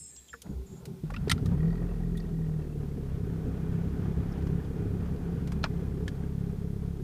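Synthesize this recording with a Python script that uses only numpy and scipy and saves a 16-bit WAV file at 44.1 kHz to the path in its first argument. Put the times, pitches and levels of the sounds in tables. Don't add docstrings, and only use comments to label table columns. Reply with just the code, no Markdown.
import sys
import numpy as np
from scipy import signal
from scipy.fft import rfft, irfft, next_fast_len
from scipy.io import wavfile
from scipy.ndimage import map_coordinates

SR = 44100
rng = np.random.default_rng(int(sys.argv[2]) if len(sys.argv) > 2 else 0)


def inscribe(sig):
    pcm = np.round(np.clip(np.atleast_2d(sig).T, -1, 1) * 32767)
    wavfile.write(sys.argv[1], SR, pcm.astype(np.int16))


def makeup_ratio(level_db):
    decades = np.asarray(level_db, float) / 20
    return 10 ** decades


N = 310023
T = np.arange(N) / SR
CATCH_S = 1.3
TOP_HZ = 15350

# t/s, share/0-1
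SHAKE = [(1.3, .8), (1.4, .4), (1.58, .13), (1.75, .08), (2.9, .08), (3.2, .18), (5.2, .2), (6.0, .18),
         (6.2, .05), (7.03, .04)]
# t/s, firing rate/Hz
SPEED = [(1.3, 25.5), (1.4, 28.55), (1.6, 38.45), (1.7, 41.87), (1.8, 42.87), (1.92, 43.1), (2.2, 41.9),
         (2.4, 40.16), (2.6, 38.19), (2.8, 36.8), (3.0, 34.66), (3.2, 33.17), (3.4, 32.54), (3.8, 33.3),
         (4.2, 33.8), (5.0, 33.98), (5.9, 33.95), (7.0, 34.25)]
# t/s, level/dB
LOAD = [(1.3, 2), (1.45, 3), (1.53, 6.5), (1.63, 4.5), (1.71, 4.5), (1.79, 0.5), (1.85, 3.5), (1.95, 1.5),
        (2.05, 2.5), (2.15, 2), (2.31, -1.5), (2.42, 2), (2.62, -2), (2.88, -0.5), (3.1, -2), (3.25, 0),
        (3.6, 0), (4.2, 2), (4.9, -0.5), (5.4, 0), (6.0, 0), (6.4, 0.5), (7.03, 0.5)]
BLOWER = (2.75, 3.6, 5.45, 6.6)


def unit(x):
    return x / np.sqrt(np.mean(x ** 2) + 1e-20)


def curves(rows):
    s, *cols = np.transpose(rows)
    return [np.interp(T, s, c) for c in cols]


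def wobble(rate, count=N):
    coarse = T[:count:32]
    knots = rng.standard_normal(int(count * rate / SR) + 4)
    return np.interp(T[:count], coarse, map_coordinates(knots, [coarse * rate]))


def coloured(x, points):
    m = 2 * next_fast_len(len(x) // 2 + 8192)
    f, db = np.transpose(points)
    gain = makeup_ratio(np.interp(np.log(np.fft.rfftfreq(m, 1 / SR) + 1), np.log(f + 1), db))
    cep = irfft(np.log(gain + 1e-4), m)
    cep[1:m // 2] *= 2
    cep[m // 2 + 1:] = 0
    return irfft(rfft(x, m) * np.exp(rfft(cep)), m)[:len(x)]


def noise(points):
    return unit(coloured(rng.standard_normal(N), points))


def add(out, s, x):
    part = out[round(s * SR):][:len(x)]
    part += x[:len(part)]


def resonance(f, centre, width):
    return 1 / (1 + (2 * (f - centre) / width) ** 2)


def keys():
    # f/Hz, level/dB
    bunch = [(7445, -61), (7564, -53.5), (7617, -63), (7671, -61), (7698, -76), (7887, -66), (8016, -71),
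             (8075, -61), (8118, -72), (8360, -64), (8581, -70), (8699, -61), (9022, -69), (9184, -66)]
    # start t/s, stop t/s, f/Hz, level/dB, t60/s
    single = [(0, .56, 6782, -57, 2), (0, .105, 5283, -59, 4), (.1, .29, 1760, -74, 5),
              (.29, .4, 7370, -54, .3), (.3, .39, 5283, -64, .5), (.66, .82, 7370, -66, 9),
              (.66, .815, 6780, -67, 9), (.27, .285, 8600, -62, .2), (0, .04, 9700, -64, 1),
              (.09, .27, 7370, -62, 2), (.02, .08, 8699, -57, 2), (.16, .19, 6000, -57, .2),
              (.1, .3, 4000, -75, 5)]
    last_stop_s, sooner_s_per_khz = 0.32, 0.15
    rings = []
    for hz, db in bunch:
        stop = last_stop_s - sooner_s_per_khz * (hz - bunch[0][0]) / 1000 + 0.022 * rng.standard_normal()
        rings.append((0, stop, hz, db + 7, 1.1))
    out, t = np.zeros(N), T[:SR]
    for start, stop, hz, db, t60 in rings + single:
        onset = np.clip((t - start + .01 * (start == 0)) / .01, 0, 1)
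        damping = np.clip((stop - t) / .04 + .6, 0, 1) ** 2
        decay_db = db - 60 * np.abs(t - start) / t60
        flutter_db = 3.5 * wobble(45, SR) + 2 * wobble(130, SR)
        phase = 2 * np.pi * (hz * t + rng.random()) + .9 * wobble(60, SR)
        out[:SR] += onset * damping * makeup_ratio(decay_db + flutter_db) * np.sin(phase)
    return out


def lurches():
    # t/s, dashboard level/dB, floor pan level over dashboard/dB
    jolts = [(0.0, -60, 4.5), (.345, -58, -18), (0.47, -37, -18), (0.51, -34.5, -8), (.6, -52, -1),
             (.72, -51, -16), (.88, -37.5, -27), (.92, -39.5, -27), (1.13, -68, 0.5), (1.21, -53, -8),
             (1.27, -38, -13), (1.332, -34.5, -10), (1.43, -37, 6), (1.64, -44, -18), (2.641, -39, -6),
             (2.76, -42, -2), (2.98, -39, -2), (3.28, -49, 14), (3.46, -40.5, 15), (4.18, -45, 15),
             (4.81, -44, 14), (5.21, -56, 13), (5.77, -58, 8)]
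    rise_s, t60_s = 0.02, 0.18
    dash, pan, t = np.zeros(N), np.zeros(N), T[:SR // 2]
    swell = np.clip(t / rise_s, 0, 1) * makeup_ratio(-60 * np.clip(t - rise_s, 0, 1) / t60_s)
    for s, db, pan_db in jolts:
        start = max(s - rise_s, 0)
        add(dash, start, makeup_ratio(db) * swell)
        add(pan, start, makeup_ratio(db + pan_db) * swell)
    return dash, pan


def body(turns):
    # f/Hz, level/dB per Hz
    pan_colour = [(12, -32), (25, -4), (50, -9.5), (66, 1), (95, 2), (115, -4), (150, -25), (300, -76.5)]
    dash_colour = [(60, -48), (100, -7.5), (120, -1), (160, 2.5), (200, -2), (240, -10.5), (300, -17),
                   (500, -65)]
    drone_colour = [(130, -29), (220, -1.5), (232, 2), (267, 1.5), (328, -4.5), (418, 1), (505, -10.5),
                    (571, -24), (750, -19.5), (980, -61), (1650, -120)]
    vent_colour = [(320, -20), (550, 3.5), (632, -0.5), (757, 0.5), (998, -3), (1480, -5), (1900, -9.5),
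                   (2630, -16), (3220, -16), (3900, -23.5), (7000, -28), (9100, -50), (15400, -120)]
    load_db, (dash, pan) = curves(LOAD)[0], lurches()
    state_db = np.interp(T, [.42, .47, 1.0, CATCH_S], [-34.5, -18, -18, 0])
    air = np.interp(T, BLOWER, [0, 1, 1, 0])
    strength = makeup_ratio(2.5 * rng.standard_normal(400))[turns.astype(int)]
    throb = strength * np.exp(-3 * (turns % 1)) * (T > CATCH_S)

    share = np.sqrt(np.clip(curves(SHAKE)[0], 0, 1))
    pan_gain = makeup_ratio(-32.5 + 1.35 * state_db + 0.79 * load_db + 1.8 * wobble(11))
    dash_gain = makeup_ratio(-33 + 1.05 * state_db + 0.79 * load_db + 1.8 * wobble(11))
    shaking = share * ((pan_gain + pan) * noise(pan_colour) + (dash_gain + dash) * noise(dash_colour))

    drone_gain = makeup_ratio(-45 + 0.58 * state_db + load_db + 0.8 * wobble(6.4)) + makeup_ratio(-6.5) * dash
    drive = rng.standard_normal(N) * (np.interp(air, [0, 1], [.4, .9]) + throb) * makeup_ratio(0.81 * wobble(22))
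    drone = drone_gain * unit(coloured(drive, drone_colour))

    blower = 1.35 + 1.2 * np.clip(2 * air, 0, 1)
    catching = makeup_ratio(-57.5 - 60 * np.abs(T - CATCH_S) / 1.8) * (T > 1.05)
    clatter_gain = makeup_ratio(-60.5 + 0.37 * state_db + 0.17 * load_db + 5.5 * air) + catching
    flutter = makeup_ratio(1.1 * wobble(14) + .4 * wobble(70) + .5 * wobble(300))
    clatter = clatter_gain * unit(noise(vent_colour) * (blower + throb) / (blower + .35) * flutter)
    return shaking + drone + clatter


def starter():
    # t/s, f/Hz, level/dB
    hum_track = [(0, 68.2, -59), (.3, 67.3, -66), (.45, 61.7, -56), (.55, 58.4, -37), (.65, 59.7, -52),
                 (1.0, 47.3, -64), (1.1, 45.6, -38.5), (1.22, 45.7, -41), (1.36, 46.4, -72)]
    # t/s, f/Hz, level/dB
    whine_track = [(0.55, 368.4, -59), (0.63, 388.6, -48.5), (0.696, 393, -66), (0.74, 377, -47.5),
                   (0.766, 385, -73), (0.884, 387, -54.5), (1.0, 378, -59)]
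    # multiple of the whine, level/dB
    whine_parts = [(1, 0), (2.249, -23), (2.751, -25), (3.699, -36)]
    # t/s, level/dB
    grind_track = [(0.4, -51.5), (0.714, -69.5), (0.828, -55.5), (1.122, -75), (1.3, -59)]
    # f/Hz, level/dB per Hz
    gears = [(260, -8.5), (450, 1.5), (626, -10.5), (834, -7.5), (1080, -15), (1110, -28), (1380, -11),
             (2500, -58), (3250, -67), (5500, -120)]
    hz, db = curves(whine_track)
    on = np.clip((T - .52) / 0.028, 0, 1) * np.clip((1.03 - T) / 0.039, 0, 1)
    phase = 2 * np.pi * np.cumsum(hz) / SR
    orders = sum(makeup_ratio(part_db) * np.sin(times * phase) for times, part_db in whine_parts)
    whine = on * makeup_ratio(db + 4.0 + 3.37 * wobble(40.3)) * orders

    meshed = np.clip((T - .42) / 0.044, 0, 1) * np.clip((1.32 - T) / 0.02, 0, 1)
    grind = meshed * makeup_ratio(curves(grind_track)[0] + 2.8 * wobble(58.3)) * noise(gears)

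    hz, db = curves(hum_track)
    hum_gain = makeup_ratio(db + 1.5 + 1.9 * wobble(4.4) + 4.9 * wobble(23.97))
    hum = hum_gain * np.sin(2 * np.pi * np.cumsum(hz + 3 * wobble(17.8)) / SR)
    return whine + grind + hum


def ticks():
    # t/s, peak level/dB, thud over snap/dB, fizz over snap/dB
    contacts = [(0.162, -52, -10, -10), (0.3332, -66, 22, 10), (0.418, -41.5, -14, 3.5),
                (0.4643, -60.5, 16, -4), (0.8538, -44, 1.5, 5), (1.1031, -48.5, 17.5, -2),
                (1.138, -41.5, 2, -16), (1.1625, -41, 0, -32), (1.28, -43, 7, -11), (1.2961, -24.5, -7, -8),
                (1.3132, -22, -14, -14), (1.309, -38, -6, -8), (1.3154, -20, -3, -3), (1.32, -32, -2, -10),
                (1.378, -50, 5, -21), (1.458, -41.5, -6, 0), (2.1715, -53.5, -12, 10.5),
                (4.421, -55, 14, -7), (4.4687, -48.5, 9, -9), (4.6466, -63, 3, -17), (5.004, -57, 10, -30),
                (5.161, -55, 5, -17), (5.4735, -44, 7, -3), (5.5194, -44, 11, 0.5), (5.6312, -46, 6, -12),
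                (5.636, -45, 10, -18), (5.649, -46, 12, -14), (5.657, -51, 12, -20), (1.522, -65, 17, -16),
                (3.571, -62, 10, -21), (5.64, -24, 1, -18.5), (6.079, -35.5, 0.5, -7),
                (6.494, -63, 18.5, -4.5)]
    # t/s, peak level/dB, f/Hz, t60/s
    knocks = [(0.18, -55.5, 3300, 0.089), (.281, -52, 3410, 0.058), (0.288, -52, 3240, 0.082),
              (0.34, -44, 465, 0.12), (.336, -32, 1347, 0.026), (0.33, -35, 1740, 0.057),
              (.461, -48, 630, 0.051), (1.12, -32, 530, 0.026), (1.102, -34.5, 1000, 0.019),
              (1.163, -33, 2680, 0.026), (1.297, -20, 4100, 0.019), (1.297, -22, 4300, 0.015),
              (1.297, -20.5, 8790, 0.023), (1.297, -29, 9440, 0.018), (1.3, -23, 1920, 0.018),
              (1.38, -35, 1380, 0.019), (2.172, -48.5, 3600, 0.067), (2.2, -48.5, 4500, 0.038),
              (4.319, -51, 5320, 0.037), (.337, -39, 1530, 0.042), (.338, -43, 1150, 0.046),
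              (.42, -46, 10200, .03), (.419, -49, 6350, .03), (.419, -50, 6100, .03),
              (.277, -52, 6780, .05), (.16, -51, 5500, .05), (4.6, -46, 1700, .03), (4.47, -51, 2900, .03),
              (4.647, -54, 3300, .03), (5.005, -56, 2530, .03), (5.005, -55, 3000, .03),
              (1.579, -42, 700, .03), (1.1, -38, 900, 0.024), (4.312, -50, 1295, 0.055),
              (5.631, -47, 4200, 0.053), (5.641, -21, 660, 0.024), (5.641, -28, 810, 0.036),
              (5.652, -36, 1100, .05), (2.173, -47, 3700, 0.037), (1.104, -38, 680, 0.018),
              (1.14, -38, 2400, 0.031), (1.458, -40, 1250, .04), (1.461, -48, 1840, .04),
              (1.141, -36, 1940, 0.039), (1.14, -36, 1200, .03), (1.165, -37, 1400, 0.027),
              (1.522, -45, 925, 0.047), (3.572, -42, 680, 0.03), (6.079, -33.5, 1700, 0.043),
              (6.079, -42, 3200, 0.037)]
    # t/s, peak level/dB, f/Hz, t60/s
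    thumps = [
        (1.035, -23.5, 152, .16),
        (1.037, -30.5, 343, 0.049),
        (1.274, -18, 416, .033),
        (1.3295, -26, 270, 0.028),
        (1.41, -26.5, 92.5, 0.46),
        (1.5, -29, 103, 0.27),
    ]
    out, t = np.zeros(N), T[:SR // 8]
    rise = 1 - np.exp(-t / .0015)
    first_contact = np.arange(len(t)) == round(.0012 * SR)
    for s, db, low_db, high_db in contacts:
        t60 = np.clip(.042 - .0008 * (db + 40.5), .02, .06)
        snap = 7.5 * np.clip((db + 48) / 20, 0, 1)
        colour = [(350, low_db - 24), (900, low_db), (1800, low_db - 4.0), (3000, -3.5), (5000, -3),
                  (8500, high_db - 7.0), (14000, high_db - 16.0), (TOP_HZ, high_db - 19),
                  (TOP_HZ + 200, high_db - 66), (TOP_HZ + 900, -100)]
        cabin_tail = makeup_ratio(-22 - 60 * t / 0.09)
        shape = rise * (makeup_ratio(-60 * t / t60) + makeup_ratio(6 - 60 * t / 0.008) + cabin_tail)
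        crackle = shape * rng.standard_normal(len(t)) - snap * first_contact
        add(out, s, makeup_ratio(db + 5) * coloured(crackle, colour))
    for s, db, hz, t60 in knocks + thumps:
        drift = np.cumsum(rng.standard_normal(len(t))) * .00004 * hz
        rough_db = 5 * min(hz / 1500, 1) * wobble(400, len(t))
        add(out, s, makeup_ratio(db - 60 * t / t60 + rough_db) * rise * np.sin(2 * np.pi * hz * t + drift))
    return out


def crank():
    turns = np.cumsum(curves(SPEED)[0]) / SR + 0.42
    blows = np.diff(np.floor(turns), prepend=0) * (T > CATCH_S)
    return turns, blows


def firing(turns):
    # f/Hz, level/dB
    cabin = [(25, -65), (34, -44), (43, -37.5), (55, -27), (68, -41), (77, -41), (86, -61), (100, -44),
             (120, -46.5), (136, -43), (152, -40.5), (190, -54.5), (208, -47), (240, -72), (430, -62)]
    # f/Hz, width/Hz, level/dB
    boom = (160.9, 17.6, -39.5)
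    # f/Hz, width/Hz, level/dB
    door = (425, 100, -60.5)
    rate, burn_db = curves(SPEED)[0], curves(LOAD)[0]
    hz, db = np.transpose(cabin)
    loose = .12 + 1.3 * curves(SHAKE)[0]
    uneven_db = 2 * wobble(22)
    out = np.zeros(N)
    for k in range(1, 14):
        f = k * rate
        size = makeup_ratio(np.interp(f, hz, db)) * (k < 10)
        size = size + resonance(f, *boom[:2]) * makeup_ratio(boom[2] + 1.66 * burn_db)
        size = size + resonance(f, *door[:2]) * makeup_ratio(door[2])
        sway_db = 3 * np.sqrt(loose) * min(k / 3, 1) * wobble(9)
        phase = 2 * np.pi * k * turns + loose * wobble(1.5) + 2.8
        out += size * makeup_ratio(sway_db + (k > 2) * uneven_db) * np.sin(phase)
    return np.sqrt(2) * out * makeup_ratio(burn_db) * np.clip((T - CATCH_S) / 0.35, 0, 1)


def clacks():
    # f/Hz, level/dB, t60/s
    barrel = [(1390, -3.5, 0.048), (2000, -6, 0.035), (2390, -6.5, 0.027), (3080, -1.5, 0.023),
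              (3670, -0.5, 0.025), (4930, -9, 0.024), (6050, -25, .04), (6350, -18, .019), (7500, -19, .03),
              (8500, -11, 0.031), (8950, -17, .035), (9948, -11, 0.023)]
    # t/s, level/dB
    barrel_hits = [
        (1.303, -39),
        (1.307, -39),
        (1.3134, -27),
        (1.3158, -24),
        (1.3198, -30.5),
        (1.325, -38.5),
    ]
    # f/Hz, level/dB, t60/s
    clack = [(977, -4, 0.11), (1214, -1, 0.086), (1480, -1, 0.13), (1644, 0.5, 0.04), (2090, -19, 0.05),
             (2380, -5, 0.071), (3320, -22, 0.043), (4500, -27, 0.058), (5265, -19, 0.027),
             (6089, -28, 0.035), (6412, -30, 0.041), (7246, -26, 0.041)]
    # t/s, level/dB
    clack_hits = [
        (5.6397, -31),
        (5.6452, -44),
        (5.6495, -40),
        (5.654, -47),
        (5.660, -46),
    ]
    out, t = np.zeros(N), T[:SR // 8]
    for modes, hits in ((clack, clack_hits), (barrel, barrel_hits)):
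        for s, db in hits:
            ring = np.zeros(len(t))
            for hz, level, t60 in modes:
                decay_db = level + rng.normal(0, 1.8) - 60 * t / min(t60, .04)
                rough_db = 5 * wobble(490, len(t))
                phase = 2 * np.pi * (hz * rng.normal(1, 0.0276) * t + rng.random())
                ring += makeup_ratio(decay_db + rough_db) * np.sin(phase)
            add(out, s, makeup_ratio(db) * (1 - np.exp(-t / 0.00071)) * ring)
    return out


def ducts():
    # f/Hz, width/Hz, level/dB
    pipes = [(750, 130, -67), (1230, 130, -75), (1480, 130, -70), (1800, 140, -75), (2450, 140, -76)]
    hz, air = np.fft.rfftfreq(N, 1 / SR), np.interp(T, BLOWER, [0, 1, 1, 0])
    out = np.zeros(N)
    for centre, width, db in pipes:
        flutter = makeup_ratio(db + 2.5 * wobble(6.5))
        out += flutter * unit(irfft(rfft(rng.standard_normal(N)) * resonance(hz, centre, width), N))
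    return (T > CATCH_S) * makeup_ratio(-16 * (1 - air)) * out


def cold_cylinder(turns):
    # t/s, level/dB
    knock = [(1.45, -72), (1.52, -52), (1.65, -53), (1.9, -53), (2.3, -64), (2.7, -61), (3.1, -68)]
    # f/Hz, level/dB per Hz
    colour = [(300, -31), (520, 2.5), (900, -5), (1250, -9), (1700, -20), (3000, -48)]
    cycle = (turns - np.interp(2, T, turns)) / 4 % 1
    burst = np.clip(cycle / 0.069, 0, 1) * np.exp(-4.1 * cycle) * (T > 1.45) * (T < 3.1)
    return 2 * makeup_ratio(curves(knock)[0]) * burst * noise(colour)


def panel(blows):
    # t/s, peak level/dB, fizz over ring/dB
    buzz = [(1.5178, -61, -16), (1.5338, -61, -15), (1.5532, -59, -19), (1.5796, -57, -11),
            (1.606, -45, -12), (1.6317, -43.5, -12), (1.6565, -49, -7), (1.682, -50, -6), (1.7072, -47, -5),
            (1.7313, -48, -6), (1.7565, -43, -8), (1.7807, -52, -5), (1.805, -51, -14), (1.829, -57, -14),
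            (1.8684, -61, -14), (1.8954, -55, -15), (1.918, -60, -14), (1.9413, -56, -14),
            (1.9647, -61, -14), (1.984, -63, -14), (2.0111, -59, -15), (2.082, -60, -14), (2.128, -61, -14),
            (2.274, -60, -14), (2.3707, -62, -14), (2.5199, -62, -14), (2.6222, -62, -14),
            (2.6491, -60, -14), (2.0356, -54, -19), (2.0591, -57, -11), (2.104, -60, -13),
            (2.1543, -51, -13), (2.178, -51, -14), (2.2027, -52, -22), (2.2267, -59, -13),
            (2.2511, -55, -15), (2.298, -63, -12), (2.321, -61, -10), (2.3434, -59, -15), (2.395, -61, -13),
            (2.4192, -55, -12), (2.4437, -56, -14), (2.4661, -59, -12), (2.4941, -61, -10),
            (2.5375, -59, -12), (2.5724, -58, -14), (2.5998, -58, -15)]
    # f/Hz, width/Hz, level/dB
    modes = [(1890, 79, -1), (4500, 570, 15), (3900, 500, 8), (5300, 800, 5), (2440, 150, -8),
             (1320, 200, -1)]
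    # f/Hz, width/Hz, level/dB
    fastener = (2670, 130, -70)
    # t/s, peak level/dB
    chatter = [(1.8891, -62), (1.9071, -59), (1.9959, -66), (2.2283, -62), (2.5765, -66), (2.5945, -66),
               (2.6224, -62), (2.6993, -60), (2.7267, -61), (2.824, -66)]
    t, n, out = T[:SR // 30], round(3.2 * SR), np.zeros(N)
    rise = 1 - np.exp(-t / 0.0034)
    for s, db, fizz_db in buzz:
        tap = (t == 0) + 0.05 * np.exp(-t / 0.0036) * rng.standard_normal(len(t))
        ring = np.zeros(len(t))
        for hz, width, level in modes:
            gain = makeup_ratio(level + rng.normal(0, 1) + fizz_db * (hz > 3000))
            ring += gain * np.exp(-np.pi * width * t) * np.sin(2 * np.pi * hz * t)
        add(out, s - .002, makeup_ratio(db + 8.5) * signal.fftconvolve(tap, ring * rise))

    hz, width, level = fastener
    tone = np.sin(2 * np.pi * hz * t)
    for s, db in chatter:
        gain = makeup_ratio(db + 5 - 60 * t / 0.041 + 3.6 * wobble(300, len(t)))
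        add(out, s - .002, gain * (1 - np.exp(-t / .003)) * tone)
    rattle = .25 * signal.fftconvolve(blows[:n], np.exp(-t / .004))[:n] * rng.standard_normal(n)
    slowing = (T[:n] > 1.85) * (T[:n] < 2.8)
    late = makeup_ratio(level + 5 * wobble(9, n)) * slowing * (blows[:n] + rattle)
    out[:n] += signal.fftconvolve(late, np.exp(-np.pi * width * t) * rise * tone)[:n]
    return out


def tappet(turns):
    # t/s, peak level/dB
    valve = [(2.9, -60), (3.6, -43), (5.3, -41), (6.1, -36), (7.03, -37)]
    cycles = (turns - np.interp(6.174, T, turns)) / 4
    out, t = np.zeros(N), T[:SR // 16]
    for s in T[1:][(np.diff(np.floor(cycles)) > 0) & (T[1:] > valve[0][0])]:
        db = np.interp(s, *np.transpose(valve)) + 2.5 * rng.standard_normal()
        tone = np.sin(2 * np.pi * 410 * rng.normal(1, 0.045) * t)
        add(out, s, makeup_ratio(db - 60 * t / .1) * (1 - np.exp(-t / 0.0035)) * tone)
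    return out


def scene():
    turns, blows = crank()
    metal = keys() + ticks() + clacks()
    engine = body(turns) + starter() + firing(turns) + cold_cylinder(turns) + tappet(turns)
    return (metal + engine + ducts() + panel(blows))[None]


def low_pass(x):
    return signal.sosfilt(signal.butter(12, 16240, fs=SR, output="sos"), x)


def record(dry):
    # f/Hz, level/dB per Hz
    hiss_colour = [(1180, -32), (2000, -6.5), (2630, -7), (3020, -9.5), (3290, -6), (7360, -9.5),
                   (14100, -11), (15500, -12)]
    hz = np.fft.rfftfreq(N, 1 / SR)
    hiss = irfft(rfft(noise(hiss_colour)) * (hz < TOP_HZ), N)
    band = np.interp(hz, [TOP_HZ, TOP_HZ + 100, 16200, 16250], [1, .3, .3, 0])
    dry = irfft(rfft(dry) * band, N)
    return low_pass(dry + makeup_ratio(-66.5) * unit(hiss))


dry = scene()
out = record(dry)
inscribe(out)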